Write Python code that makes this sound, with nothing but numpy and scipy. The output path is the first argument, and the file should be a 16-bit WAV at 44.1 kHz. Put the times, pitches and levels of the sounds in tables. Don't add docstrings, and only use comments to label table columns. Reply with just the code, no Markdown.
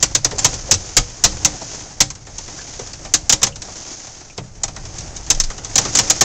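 import sys
import numpy as np
from scipy import signal
from scipy.fft import rfft, irfft, next_fast_len
from scipy.io import wavfile
from scipy.ndimage import uniform_filter1d

SR = 44100
rng = np.random.default_rng(int(sys.argv[2]) if len(sys.argv) > 2 else 0)


def log_audio(samples):
    frames = np.atleast_2d(samples).T
    limited = np.clip(frames, -1, 1)
    pcm = np.round(limited * 32767).astype(np.int16)
    wavfile.write(sys.argv[1], SR, pcm)


N = 275184
TIME = np.arange(N) / SR

# (time [s], relative crack level [dB], knock level [dB], crack pitch [Hz])
WINDOW_HITS = [(0.0262, 4, -23, 6800), (0.1496, 0.5, -24, 6540), (0.246, -2.5, -23, 5920),
               (0.31, -22, -29.5, 6040), (0.383, -14, -36, 6700), (0.389, -12.5, -36, 7000),
               (0.4454, 7, -19, 6480), (0.539, -18, -41.5, 6200), (0.711, 7.5, -19.5, 6300),
               (0.74, -9, -40, 5970), (0.9671, 9.5, -16.5, 7030), (1.2384, 11.5, -15.5, 6860),
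               (1.4476, 3.5, -21, 6000), (2.004, 8, -19.5, 6540), (2.1017, -21, -41, 6350),
               (2.151, -29.5, -46.5, 6340), (2.267, -31.5, -40.5, 6100), (2.3819, -20, -40.5, 6400),
               (2.478, -30, -38, 6100), (2.7918, -24, -35, 6160), (2.9319, -24, -47, 5000),
               (3.048, -29, -34, 5550), (3.1379, 5, -25.5, 6230), (3.2945, 5.5, -26.5, 6260),
               (3.3243, 4.5, -24.5, 6740), (3.416, -20, -29, 6100), (3.4301, 4, -23.5, 6140),
               (3.4666, -14, -30.5, 6500), (3.557, -22.5, -42, 5950), (3.618, -19.5, -43, 5830),
               (4.377, -22.5, -31.5, 4900), (4.634, -9, -30.5, 6750), (4.679, -25.5, -36, 6140),
               (4.762, -25, -34, 5870), (4.852, -27.5, -41.5, 5700), (4.983, -22.5, -50, 6400),
               (5.1633, -21.5, -58, 6530), (5.3019, 5, -23, 6200), (5.347, -20.5, -46, 5830),
               (5.3997, -3, -41, 6400), (5.4356, -15, -52, 4900), (5.5002, -24.5, -32.5, 6540),
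               (5.579, -25, -35.5, 6150), (5.646, -20, -37.5, 6440), (5.7557, 0, -27.5, 6950),
               (5.7797, 1.5, -21, 6000), (5.8495, -17.5, -25.5, 6130), (5.951, -1.5, -32, 7100),
               (5.9708, -5.5, -27.5, 6350), (5.9875, 3.5, -22, 6420), (6.099, 6, -22.5, 6760),
               (6.2095, 7, -15, 6100)]
# (time [s], relative level [dB])
HISS_LEVELS = [(0, -31), (.28, -39.5), (.42, -26.5), (.62, -31.5), (.84, -30), (1.18, -34.5), (1.36, -31),
               (1.76, -29.5), (2.13, -47.5), (2.42, -33.5), (2.76, -30), (3.0, -36.5), (3.27, -40.5),
               (3.59, -43), (3.68, -32), (3.9, -31.5), (4.14, -36), (4.46, -47.5), (4.85, -38),
               (5.0, -34.5), (5.1, -36.5), (5.62, -37), (5.84, -24.5), (6.06, -23), (6.24, -26.5)]
# (time [s], relative level [dB])
WIND_LEVELS = [(0, -31.5), (0.55, -31.5), (1.15, -42), (1.33, -28.5), (1.8, -39.0), (2.7, -39), (3.5, -32),
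               (3.95, -44.5), (4.3, -42.5), (4.8, -33.5), (5.6, -33), (5.85, -30.5), (6.24, -34)]
# (frequency [Hz], spectral level [dB])
RUMBLE_SPECTRUM = [(10, -4.5), (25, 5), (55, 1), (75, -1.5), (105, 0.5), (145, -5), (200, -13),
                   (400, -41.5)]


def large_stones(crack_trim_db=-2):
    out = np.zeros(N)
    for start, crack_db, knock_db, hz in WINDOW_HITS:
        add(out, start, stone(crack_db + crack_trim_db, knock_db, hz))
    return out


def stone(crack_db, knock_db, hz, swing_s=0.00026, far_db=-24):
    t = TIME[:SR // 3]
    distance = crack_db / far_db
    rise_s = np.interp(distance, [0, 1], [0.00039, 0.0012])
    t60 = np.interp(distance, [0, 1], [0.055, 0.068])
    ice = undb(crack_db) * crack(t, hz, t60) * onset(t, rise_s)
    glass = undb(knock_db) * knock(t) * onset(t, rise_s + swing_s)
    return disperse(ice + glass)


def crack(t, hz, t60, ring_width_hz=1100, ring_t60=0.044, room_db=-26, room_t60=0.25):
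    # (frequency [Hz], spectral level [dB])
    ice_spectrum = [(300, -19), (1500, -13.5), (3000, -10), (4300, -5.5), (6200, 0.5), (7400, -3.5),
                    (8300, -13), (10000, -10.5)]
    burst = unit(ripple(colour(rng.standard_normal(len(t)), ice_spectrum)))
    ring = resonant_noise(len(t), hz, ring_width_hz)
    return burst * (fade(t, t60) + undb(room_db) * fade(t, room_t60)) + ring * fade(t, ring_t60)


def knock(t, modes_db=2, rattle_db=4.5, rattle_t60=0.098, room_db=-20, room_t60=0.066, detuning=0.0074):
    # (frequency [Hz], relative level [dB], 60 dB decay time [s])
    pane_modes = [(85.4, -0.5, 0.11), (105.4, -6, 0.33), (116, 7.5, 0.15), (139.7, -5, 0.42),
                  (192.7, -5, 0.31), (302.9, -2, 0.27), (485, -9, 0.42), (553, -4, 0.32), (784.3, 1, 0.17),
                  (1050, -14.5, 0.088), (1272, -4.5, 0.13), (1800, -24, 0.067), (1975, -1.5, 0.065),
                  (2500, -7, 0.11), (2880, -11.5, 0.088), (3350, -22, 0.077), (3850, -23, .09),
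                  (3660, -5.5, 0.1)]
    # (frequency [Hz], spectral level [dB])
    rattle_spectrum = [(60, -17), (150, 4.5), (450, 3), (900, 6), (1500, 0.5), (3000, -3.5), (5000, -8.5),
                       (9000, -39)]
    hz, db, mode_t60 = np.transpose(pane_modes)[:, :, None]
    place, detune = rng.standard_normal((2, len(pane_modes), 1))
    weight = np.sign(place) * np.sqrt(abs(place)) * undb(db)
    modes = weight * np.sin(2 * np.pi * hz * (1 + detuning * detune) * t) * fade(t, mode_t60)
    rattle = unit(ripple(colour(rng.standard_normal(len(t)), rattle_spectrum)))
    rattle *= fade(t, rattle_t60) + undb(room_db) * fade(t, room_t60)
    return undb(modes_db) * modes.sum(axis=0) / np.linalg.norm(weight) + undb(rattle_db) * rattle


def ripple(x, spread_db=2.5, step_hz=130):
    f = np.fft.rfftfreq(len(x), 1 / SR)
    heights = rng.standard_normal(512)
    gain_db = spread_db * np.interp(f / step_hz, np.arange(len(heights)), heights)
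    return irfft(rfft(x) * undb(gain_db), len(x))


def disperse(x, travel_s=0.0015):
    f = np.fft.rfftfreq(len(x), 1 / SR)
    group_delay = travel_s * np.maximum(np.sqrt(7000 / np.maximum(f, 300)) - 1, 0)
    phase = -2 * np.pi * np.cumsum(group_delay) * f[1]
    return irfft(rfft(x) * np.exp(1j * phase), len(x))


def small_stones(count=18, crack_db=5, knock_db=-7, spread_db=2, hz=6050, scatter_hz=350):
    out, pelting = np.zeros(N), pelting_db()
    moments = (np.arange(count) + rng.random(count)) * N / count
    for i, (size, place, pitch) in zip(moments.astype(int), rng.standard_normal((count, 3))):
        db = pelting[i] + spread_db * size
        add(out, i / SR, stone(db + crack_db, db + knock_db + spread_db * place, hz + scatter_hz * pitch))
    return out


def thuds(relative_width=0.52, rise_s=0.00063):
    # (time [s], pitch [Hz], level [dB])
    blows = [(.328, 460, -24), (.379, 750, -26), (.688, 550, -26), (.718, 101, -19.5), (1.612, 640, -28),
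             (1.615, 231, -36), (2.79, 430, -27), (3.684, 770, -32.5), (4.382, 495, -25), (4.388, 122, -24),
             (5.85, 320, -28.5)]
    out, t = np.zeros(N), TIME[:SR // 3]
    for start, hz, db in blows:
        boom = resonant_noise(len(t), hz, relative_width * hz)
        t60 = 0.14 * (400 / hz) ** 0.47
        add(out, start, undb(db) * boom * fade(t, t60) * onset(t, rise_s))
    return out


def pings(t60=0.082, rise_s=0.00057, width_hz=300):
    # (time [s], pitch [Hz], level [dB])
    hard_hits = [(0.39, 7240, -18), (2.587, 1636, -32), (3.522, 2870, -37.5), (4.298, 2454, -37.5)]
    out, t = np.zeros(N), TIME[:SR // 3]
    for start, hz, db in hard_hits:
        ring = resonant_noise(len(t), hz, width_hz)
        add(out, start, undb(db) * ring * fade(t, t60) * onset(t, rise_s))
    return out


def hiss_and_patter(hiss_trim_db=-0.5, patter_trim_db=-5.5, near_db=-5):
    # (frequency [Hz], spectral level [dB])
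    hiss_spectrum = [(1000, -17), (2500, -16), (4000, -14.5), (5200, -6), (6300, -2), (7200, -6.5),
                     (8000, -28), (9000, -11.5)]
    # (frequency [Hz], spectral level [dB])
    patter_spectrum = [(80, -15), (170, -3), (300, 2), (480, -3), (750, -0.5), (1100, -9.5), (2000, -11.5),
                       (3500, -22), (7000, -15.5)]
    surge_db = -0.5 * drift(rate_hz=9)
    near = undb(near_db) * shower(per_s=80, spread_db=3, t60=0.086)
    hiss = colour(shower(per_s=1500, spread_db=0.5, t60=0.015) + near, hiss_spectrum)
    patter = colour(shower(per_s=390, spread_db=5.5, t60=0.14) + near, patter_spectrum)
    hiss *= undb(curve(HISS_LEVELS) + surge_db + hiss_trim_db)
    patter *= undb(pelting_db() + surge_db + patter_trim_db)
    return hiss + patter


def shower(per_s, spread_db, t60, rise_s=0.0013):
    impacts = rng.random(N) < per_s / SR
    size = undb(spread_db * np.minimum(rng.exponential(size=N), 3))
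    power = signal.lfilter([1], [1, -fade(1 / SR, t60) ** 2], impacts * size ** 2)
    power = signal.lfilter([1], [1, -np.exp(-1 / (rise_s * SR))], power)
    return unit(np.sqrt(power) * rng.standard_normal(N))


def pelting_db(wind_share=0.47):
    return (1 - wind_share) * curve(HISS_LEVELS) + wind_share * curve(WIND_LEVELS)


def wind(trim_db=-2):
    rumble = colour(rng.standard_normal(N), RUMBLE_SPECTRUM)
    flutter_db = -0.9 * drift(rate_hz=7.7)
    return rumble * undb(curve(WIND_LEVELS) + flutter_db + trim_db)


def microphone_thumps():
    # (time [s], frequency [Hz], duration [s], peak level [dB])
    pulses = [(0.96, 30, 0.071, -16.5), (1.234, 31, 0.034, -15), (5.317, 21.54, 0.21, -16)]
    out = np.zeros(N)
    for start, hz, duration, db in pulses:
        t = TIME[:int(duration * SR)]
        add(out, start, -undb(db) * np.sin(2 * np.pi * hz * t) * signal.windows.tukey(len(t)))
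    return out


def wall(coupling_db=-12, t60=0.75, rise_s=0.013):
    power, t = np.zeros(N), TIME[:SR]
    for start, _, knock_db, _ in WINDOW_HITS:
        amplitude = undb(knock_db + coupling_db) * fade(t, t60) * onset(t, rise_s)
        add(power, start, amplitude ** 2)
    return np.sqrt(power) * colour(rng.standard_normal(N), RUMBLE_SPECTRUM)


def undb(db):
    return 10 ** (np.asarray(db) / 20)


def unit(x):
    return x / np.sqrt(np.mean(x ** 2))


def onset(t, rise_s):
    return 1 - np.exp(-t / rise_s)


def fade(t, t60):
    return np.exp(-np.log(1000) * t / t60)


def add(out, start_s, x):
    i = int(start_s * SR)
    out[i:i + len(x)] += x[:max(len(out) - i, 0)]


def curve(points):
    return np.interp(TIME, *np.transpose(points))


def drift(rate_hz):
    hold = int(SR / rate_hz)
    steps = np.repeat(rng.standard_normal(N // hold + 1), hold)
    return unit(uniform_filter1d(steps, hold)[:N])


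def colour(x, points):
    hz, db = np.transpose(points)
    size = next_fast_len(len(x))
    f = np.maximum(np.fft.rfftfreq(size, 1 / SR), 1)
    gain = undb(np.interp(np.log(f), np.log(hz), db))
    return unit(irfft(rfft(x, size) * gain, size)[:len(x)])


def resonant_noise(samples, hz, width_hz):
    b, a = signal.iirpeak(hz, hz / width_hz, fs=SR)
    once = signal.lfilter(b, a, rng.standard_normal(samples))
    return unit(signal.lfilter(b, a, once))


def low_pass(x, hz):
    taps = signal.firwin(101, hz, fs=SR, window=("kaiser", 8))
    return signal.fftconvolve(x, taps[None], "same")


def scene():
    impacts = large_stones() + thuds() + pings()
    storm = hiss_and_patter() + wind()
    return (impacts + storm + microphone_thumps() + small_stones() + wall())[None]


def record(dry, input_limit=0.86, output_limit=0.68, band_hz=8300, top_hz=15800):
    saturated = dry / (1 + (dry / input_limit) ** 4) ** (1 / 4)
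    clipped = np.clip(low_pass(saturated, band_hz), -output_limit, output_limit)
    return low_pass(clipped, top_hz)


dry = scene()
out = record(dry)
log_audio(out)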